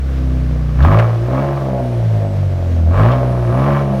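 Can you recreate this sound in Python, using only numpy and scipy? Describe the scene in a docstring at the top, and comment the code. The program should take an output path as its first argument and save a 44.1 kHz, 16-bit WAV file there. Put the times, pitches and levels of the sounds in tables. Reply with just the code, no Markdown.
"""A six-cylinder car idles fast and is revved twice, each time with a second stab, heard close behind
its tailpipe in a concrete garage. The firings boom through the exhaust and ring the muffler; under
throttle the gas rasps and pops. The alternator whines along over the rush of the engine bay,
and a limiter in the nearby recorder catches the loudest booms."""
import sys
import numpy as np
from scipy import signal
from scipy.fft import rfft, irfft, next_fast_len
from scipy.io import wavfile
from scipy.ndimage import uniform_filter1d, minimum_filter1d, map_coordinates

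SR = 44100
rng = np.random.default_rng(int(sys.argv[2]) if len(sys.argv) > 2 else 0)


def int16_out(signal):
    """Quantize to a 16-bit WAV file."""
    q = np.round(np.clip(np.atleast_2d(signal).T, -1, 1) * 32767)
    wavfile.write(sys.argv[1], SR, q.astype(np.int16))


N = 176400


def amp(db):
    """Decibels to gain."""
    return 10 ** (np.asarray(db) / 20)


def unit(x):
    """Scale to rms 1."""
    return x / np.sqrt(np.mean(x ** 2) + 1e-20)


def along(points, hz):
    """Read (freq_hz, value) points on a log frequency axis."""
    freqs, values = np.transpose(points)
    return np.interp(np.log(hz + 1), np.log(freqs + 1), values)


def curve(rows):
    """An envelope, one value per sample, from (time_s, value) rows."""
    return np.interp(np.arange(N) / SR, *np.transpose(rows))


def wobble(rate):
    """A smooth random drift, rate knots a second."""
    knots = rng.standard_normal(int(N * rate / SR) + 4)
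    return map_coordinates(knots, [np.arange(N) * rate / SR])


def filtered(x, response):
    """Filter x by a gain given as a function of frequency."""
    size = next_fast_len(N + SR // 2)
    return irfft(rfft(x, size) * response(np.fft.rfftfreq(size, 1 / SR)), size)[:N]


def coloured(x, spectrum):
    """x through an EQ curve, at rms 1."""
    return unit(filtered(x, lambda hz: amp(along(spectrum, hz))))


def resonate(x, modes):
    """x through parallel resonances of alternating polarity."""
    def response(hz):
        return sum((-1) ** k * amp(db) * 1j * hz * width / (pitch ** 2 - hz ** 2 + 1j * hz * width)
                   for k, (pitch, width, db) in enumerate(modes))
    return filtered(x, response)


def puffs(phase, scatter_db, jitter_s, sharpness):
    """One puff per firing, sized and timed by its cylinder: sharp pulses and bursts of turbulence."""
    # each cylinder's puff, in firing order: strength_db, lateness_periods
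    cylinders = [(3, .02), (-2.5, -.04), (1.5, .03), (3.5, -.02), (-3.5, .05), (-2.5, -.03)]
    offset_periods, edge_hz = .04, 4700
    firings = np.arange(int(phase[-1]))
    size_draw, time_draw = rng.standard_normal((600, 2))[firings].T
    db, late = np.take(cylinders, firings, axis=0, mode="wrap").T
    size = amp(db + scatter_db * np.clip(size_draw, -2, 2))
    due = firings + offset_periods
    onsets = np.interp(due + late, phase, np.arange(N)) + jitter_s * SR * time_draw
    clicks = np.bincount(np.clip(onsets, 0, N - 1).astype(int), size, N)
    pulses = filtered(unit(clicks), lambda hz: 1 / (1 + (hz / edge_hz) ** 4))
    gate = np.interp(phase, due, size) * np.exp(sharpness * np.cos(2 * np.pi * (phase - offset_periods)))
    return pulses, unit(gate * rng.standard_normal(N))


def boom(rate, phase):
    """The deep firing tone, overtones and rumble; weaker orders swell across the pipe's standing waves."""
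    # envelope of the firing tone: time_s, level_db
    tone_swell = [(0, -14), (0.3, -11.5), (0.75, -14), (0.84, -1), (0.91, -8), (0.99, -6), (1.15, -11.5),
                  (1.8, -17), (2.14, -9), (2.29, -15), (2.44, -10.5), (2.6, -14), (2.9, -5.5), (2.96, -9.5),
                  (3.07, -5), (3.16, -11), (3.42, -12), (3.5, -10), (3.77, -11.5), (4, -15)]
    # overtone at 1.5 times the firing rate, from the unequal cylinder banks: time_s, level_db
    bank_swell = [(0, -46), (0.76, -41), (0.93, -15), (1.05, -29.5), (1.3, -36.5), (1.41, -23), (1.57, -37),
                  (1.73, -22.5), (1.84, -34.5), (2.15, -26.5), (2.42, -23.5), (2.9, -32), (3.01, -14.5),
                  (3.12, -31.3), (3.45, -30.5), (3.68, -18), (3.8, -25), (4, -19)]
    # octave of the firing tone: time_s, level_db
    octave_swell = [(0, -28), (0.25, -20), (0.74, -23.5), (0.84, -9.5), (0.92, -29.4), (1.17, -41),
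                    (1.35, -20.5), (1.55, -42), (1.84, -22), (2.07, -40), (2.32, -27.3), (2.5, -35),
                    (2.87, -28.5), (3.05, -27.5), (3.16, -21.5), (3.44, -32.5), (3.6, -23), (4, -40)]
    # weaker engine orders: firing_multiple, idle_gain_db, fast_gain_db
    orders = [(.5, 6, 2.5), (2.5, -15, -16.5), (3, -20, -14.5), (3.5, -19, -17.5), (4, -17.5, -21),
              (5, -16.5, -49)]
    # standing waves of the exhaust pipe: freq_hz, gain_db
    pipe = [(30, -48), (48, -16.5), (70, -23), (100, -9), (125, -0.5), (152, 2.5), (182, -22), (205, -2),
            (228, -15.5), (255, -0.5), (290, -17.5), (352, -2.5), (420, -18.5), (560, -36.5)]
    # fader on the weaker orders and rumble: time_s, gain_db
    drone_swell = [(0, -11.5), (0.25, -4.5), (0.75, -6.5), (0.86, 2), (1, -6.5), (1.12, -16), (1.22, -7),
                   (1.36, -5.5), (1.8, -7), (2.1, -14), (2.7, -11), (3.02, -4), (3.4, -5.5), (3.68, -5),
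                   (4, -6)]
    # rumble EQ: freq_hz, gain_db
    rumble_eq = [(25, -35), (60, 10.5), (150, 4.5), (300, -3), (450, -6), (800, -41)]
    idle_hz, trough_periods = 60.2, .15
    angle = 2 * np.pi * (phase - trough_periods)
    speed = np.clip((rate - idle_hz) / 30, 0, 1)
    unrest = .4 + .6 * speed  # steadier at idle

    def partial(multiple, db):
        level = amp(db + 2.1 * unrest * wobble(21.39))
        return level * np.sin(multiple * angle + .07 * unrest * wobble(25))

    tone = -amp(curve(tone_swell) + 0.6 * unrest * wobble(40)) * np.cos(angle)
    overtones = partial(1.5, curve(bank_swell)) + partial(2, curve(octave_swell))
    drone = sum(partial(multiple, idle_db + (fast_db - idle_db) * speed + along(pipe, multiple * rate))
                for multiple, idle_db, fast_db in orders)
    pulses, _ = puffs(phase, scatter_db=7.0, jitter_s=.00031, sharpness=1)
    rumble = amp(-22) * unrest * coloured(pulses, rumble_eq)
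    return tone + amp(2) * overtones + amp(curve(drone_swell)) * (drone + rumble)


def muffler(phase):
    """Each puff knocks out of the pipe and rings the hollow muffler; uneven burning makes it sputter."""
    # muffler modes: pitch_hz, width_hz, gain_db
    modes = [(342, 31, -11), (441, 57, -5), (531, 18, 10), (564, 14.4, 10.5), (645, 89, -26.5),
             (703.7, 25, 3), (822.5, 32, -4), (930, 37, -17), (1200, 90, -14.5)]
    # broad colour of the direct knock: centre_hz, width_hz, gain_db
    knock_band = [(653, 306, 0)]
    # fader on ring and knock: time_s, gain_db
    swell = [(0, -46), (0.35, -38.5), (0.76, -44), (0.85, -22.5), (1, -15.5), (1.17, -34.5), (1.36, -20.5),
             (1.55, -26), (1.8, -23.5), (2.03, -30), (2.3, -27), (2.55, -31.5), (2.86, -32), (3, -18.5),
             (3.15, -20.5), (3.44, -26), (3.62, -19), (3.8, -23.5), (4, -23)]
    pulses, bursts = puffs(phase, scatter_db=1.8, jitter_s=.00005, sharpness=3)
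    flow = pulses + amp(-11) * bursts
    ring = unit(resonate(flow, modes))
    knock = flow
    for _ in range(3):  # each pass steepens the band's skirts
        knock = resonate(knock, knock_band)
    sputter_db = 2 * np.clip(wobble(45), -1.5, 1.5)
    return amp(curve(swell) + sputter_db) * (amp(-5) * ring + amp(-2.5) * unit(knock))


def rasp(phase):
    """Sharp puffs ring the tailpipe and tear into bursts of gas noise, loudest under throttle."""
    # tailpipe modes: pitch_hz, width_hz, gain_db
    modes = [(773, 75, -6), (1042, 46, -2), (1144, 38, -1.5), (1275, 45, -3.5), (1640, 160, -13.5),
             (1960, 190, -18), (2266, 67, -16.5), (2960, 880, -29)]
    # colour of the gas noise: freq_hz, gain_db
    gas_eq = [(150, -8), (400, 3), (800, -2), (1230, 0.5), (1450, -3.5), (1800, -14), (2500, -14.5),
              (4000, -25), (6000, -35), (9000, -46), (15000, -37)]
    # fader on the rasp: time_s, gain_db
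    swell = [(0, -47.5), (.76, -41.5), (.85, -14.5), (.89, -23.5), (.93, -17.5), (1.01, -24.5), (1.08, -27),
             (1.2, -40), (1.38, -25.5), (1.65, -36.5), (2.05, -50.5), (2.86, -50), (2.93, -27.5),
             (3, -18.5), (3.13, -23), (3.27, -33.5), (3.44, -35), (3.6, -24.5), (3.77, -22), (3.88, -35.5),
             (4, -35)]
    pulses, bursts = puffs(phase, scatter_db=1.0, jitter_s=.00007, sharpness=0.93)
    ring = unit(resonate(pulses + amp(-5.5) * bursts, modes))
    gas = coloured(bursts + amp(3.5) * rng.standard_normal(N), gas_eq)
    return amp(curve(swell)) * (amp(-2.5) * ring + amp(-4) * gas)


def engine_bay(rate):
    """A broad, slightly fluttering rush that grows with engine speed."""
    # colour of the rush: freq_hz, gain_db
    rush_eq = [(20, -17), (60, 2), (200, 0.5), (500, 8), (900, -7.5), (1600, -6), (2500, -12), (4000, -17),
               (4900, -20), (5600, -19.5), (7500, -28), (9500, -28), (10500, -33.5), (12000, -29.5),
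               (16000, -37)]
    fast_hz, db_per_octave = 132, 2.03
    level_db = -33.5 + 0.78 * wobble(11) + db_per_octave * np.log2(rate / fast_hz)
    return amp(level_db) * coloured(rng.standard_normal(N), rush_eq)


def garage(x):
    """Short reverb off the concrete, each frequency dying at its own speed."""
    # reverb time: freq_hz, t60_s
    decay = [(200, 0.28), (1500, 0.35), (8000, 0.26)]
    hz, t, noise = signal.stft(rng.standard_normal(SR // 2), SR, nperseg=256)
    tail = signal.istft(noise * amp(-60 * t / along(decay, hz)[:, None]), SR, nperseg=256)[1]
    delayed = np.pad(x, (SR // 200, 0))  # 5 ms pre-delay
    return signal.fftconvolve(delayed, tail / np.linalg.norm(tail))[:N]


def alternator(phase):
    """A thin, wavering whine tied to engine speed, fading in and out."""
    # whine partials: firing_multiple, gain_db
    partials = [(71, -73), (78.2, -64), (85.3, -70), (92.4, -74)]
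    # fader on the whine: time_s, gain_db
    swell = [(0, -7), (.8, 1), (1.1, -12), (1.45, -8), (1.8, 0.5), (2.15, -3), (2.85, -2), (3.2, 5),
             (3.45, 3), (3.6, 2), (3.8, 2), (4, 2)]
    whine = np.zeros(N)
    for multiple, db in partials:
        level = amp(db + 3 * wobble(7) + 2 * wobble(40))
        whine += level * np.sin(2 * np.pi * multiple * phase + 1.3 * wobble(130))
    return whine * amp(curve(swell))


def pops():
    """Short cracks of gas in the pipe as the throttle is stabbed."""
    # gas pops: start_s, relative_level_db, decay_s, centre_hz
    cracks = [(.826, -25, 0.0064, 3230), (0.848, 4.5, 0.0025, 909.4), (0.924, -8.5, 0.0056, 932),
              (0.987, -14.5, 0.0078, 2220), (0.996, -7, 0.0065, 1470), (3, -18, .003, 1100),
              (3.115, -27, 0.018, 2917)]
    attack_s, trim_db = .0006, -4
    t = np.arange(N) / SR
    out = np.zeros(N)
    for start_s, db, decay_s, hz in cracks:
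        age = np.maximum(t - start_s, 0)
        envelope = (1 - np.exp(-age / attack_s)) * np.exp(-np.minimum(age / decay_s, 20))
        band = [(hz, 0.42 * hz, 0)]
        noise = unit(resonate(resonate(rng.standard_normal(N), band), band))
        out += amp(db + trim_db) * envelope * noise
    return out


def scene():
    """The exhaust's boom and bark over whine and rush; only the bark feeds the garage reverb."""
    # engine speed through idle and revs: time_s, firing_rate_hz
    revs = [(0, 67.8), (0.25, 64.46), (0.76, 59.75), (0.83, 68.7), (0.9, 97.9), (1, 114.6), (1.21, 114.2),
            (1.44, 140.0), (1.58, 137.8), (1.9, 120.3), (2.25, 102.9), (2.6, 89.3), (2.88, 79.92),
            (3, 101.9), (3.12, 126.3), (3.3, 125), (3.49, 117.3), (3.68, 141.6), (3.79, 140.4), (4, 132.5)]
    rate = curve(revs)
    phase = np.cumsum(rate) / SR  # counts firings
    bark = muffler(phase) + rasp(phase) + pops()
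    rush = engine_bay(rate)
    return (boom(rate, phase) + bark + amp(-15) * garage(bark) + alternator(phase) + rush)[None]


def record(dry):
    """A fast limiter holds down the highest peaks, then a brick-wall low-pass trims the top."""
    ceiling, hold_s, top_hz = .99, .003, 15800
    hold = int(hold_s * SR)
    needed = np.minimum(1, ceiling / (np.abs(dry[0]) + 1e-9))
    gain = uniform_filter1d(minimum_filter1d(needed, 2 * hold), hold)
    return filtered(dry[0] * gain, lambda hz: hz < top_hz)[None]


dry = scene()
out = record(dry)
int16_out(out)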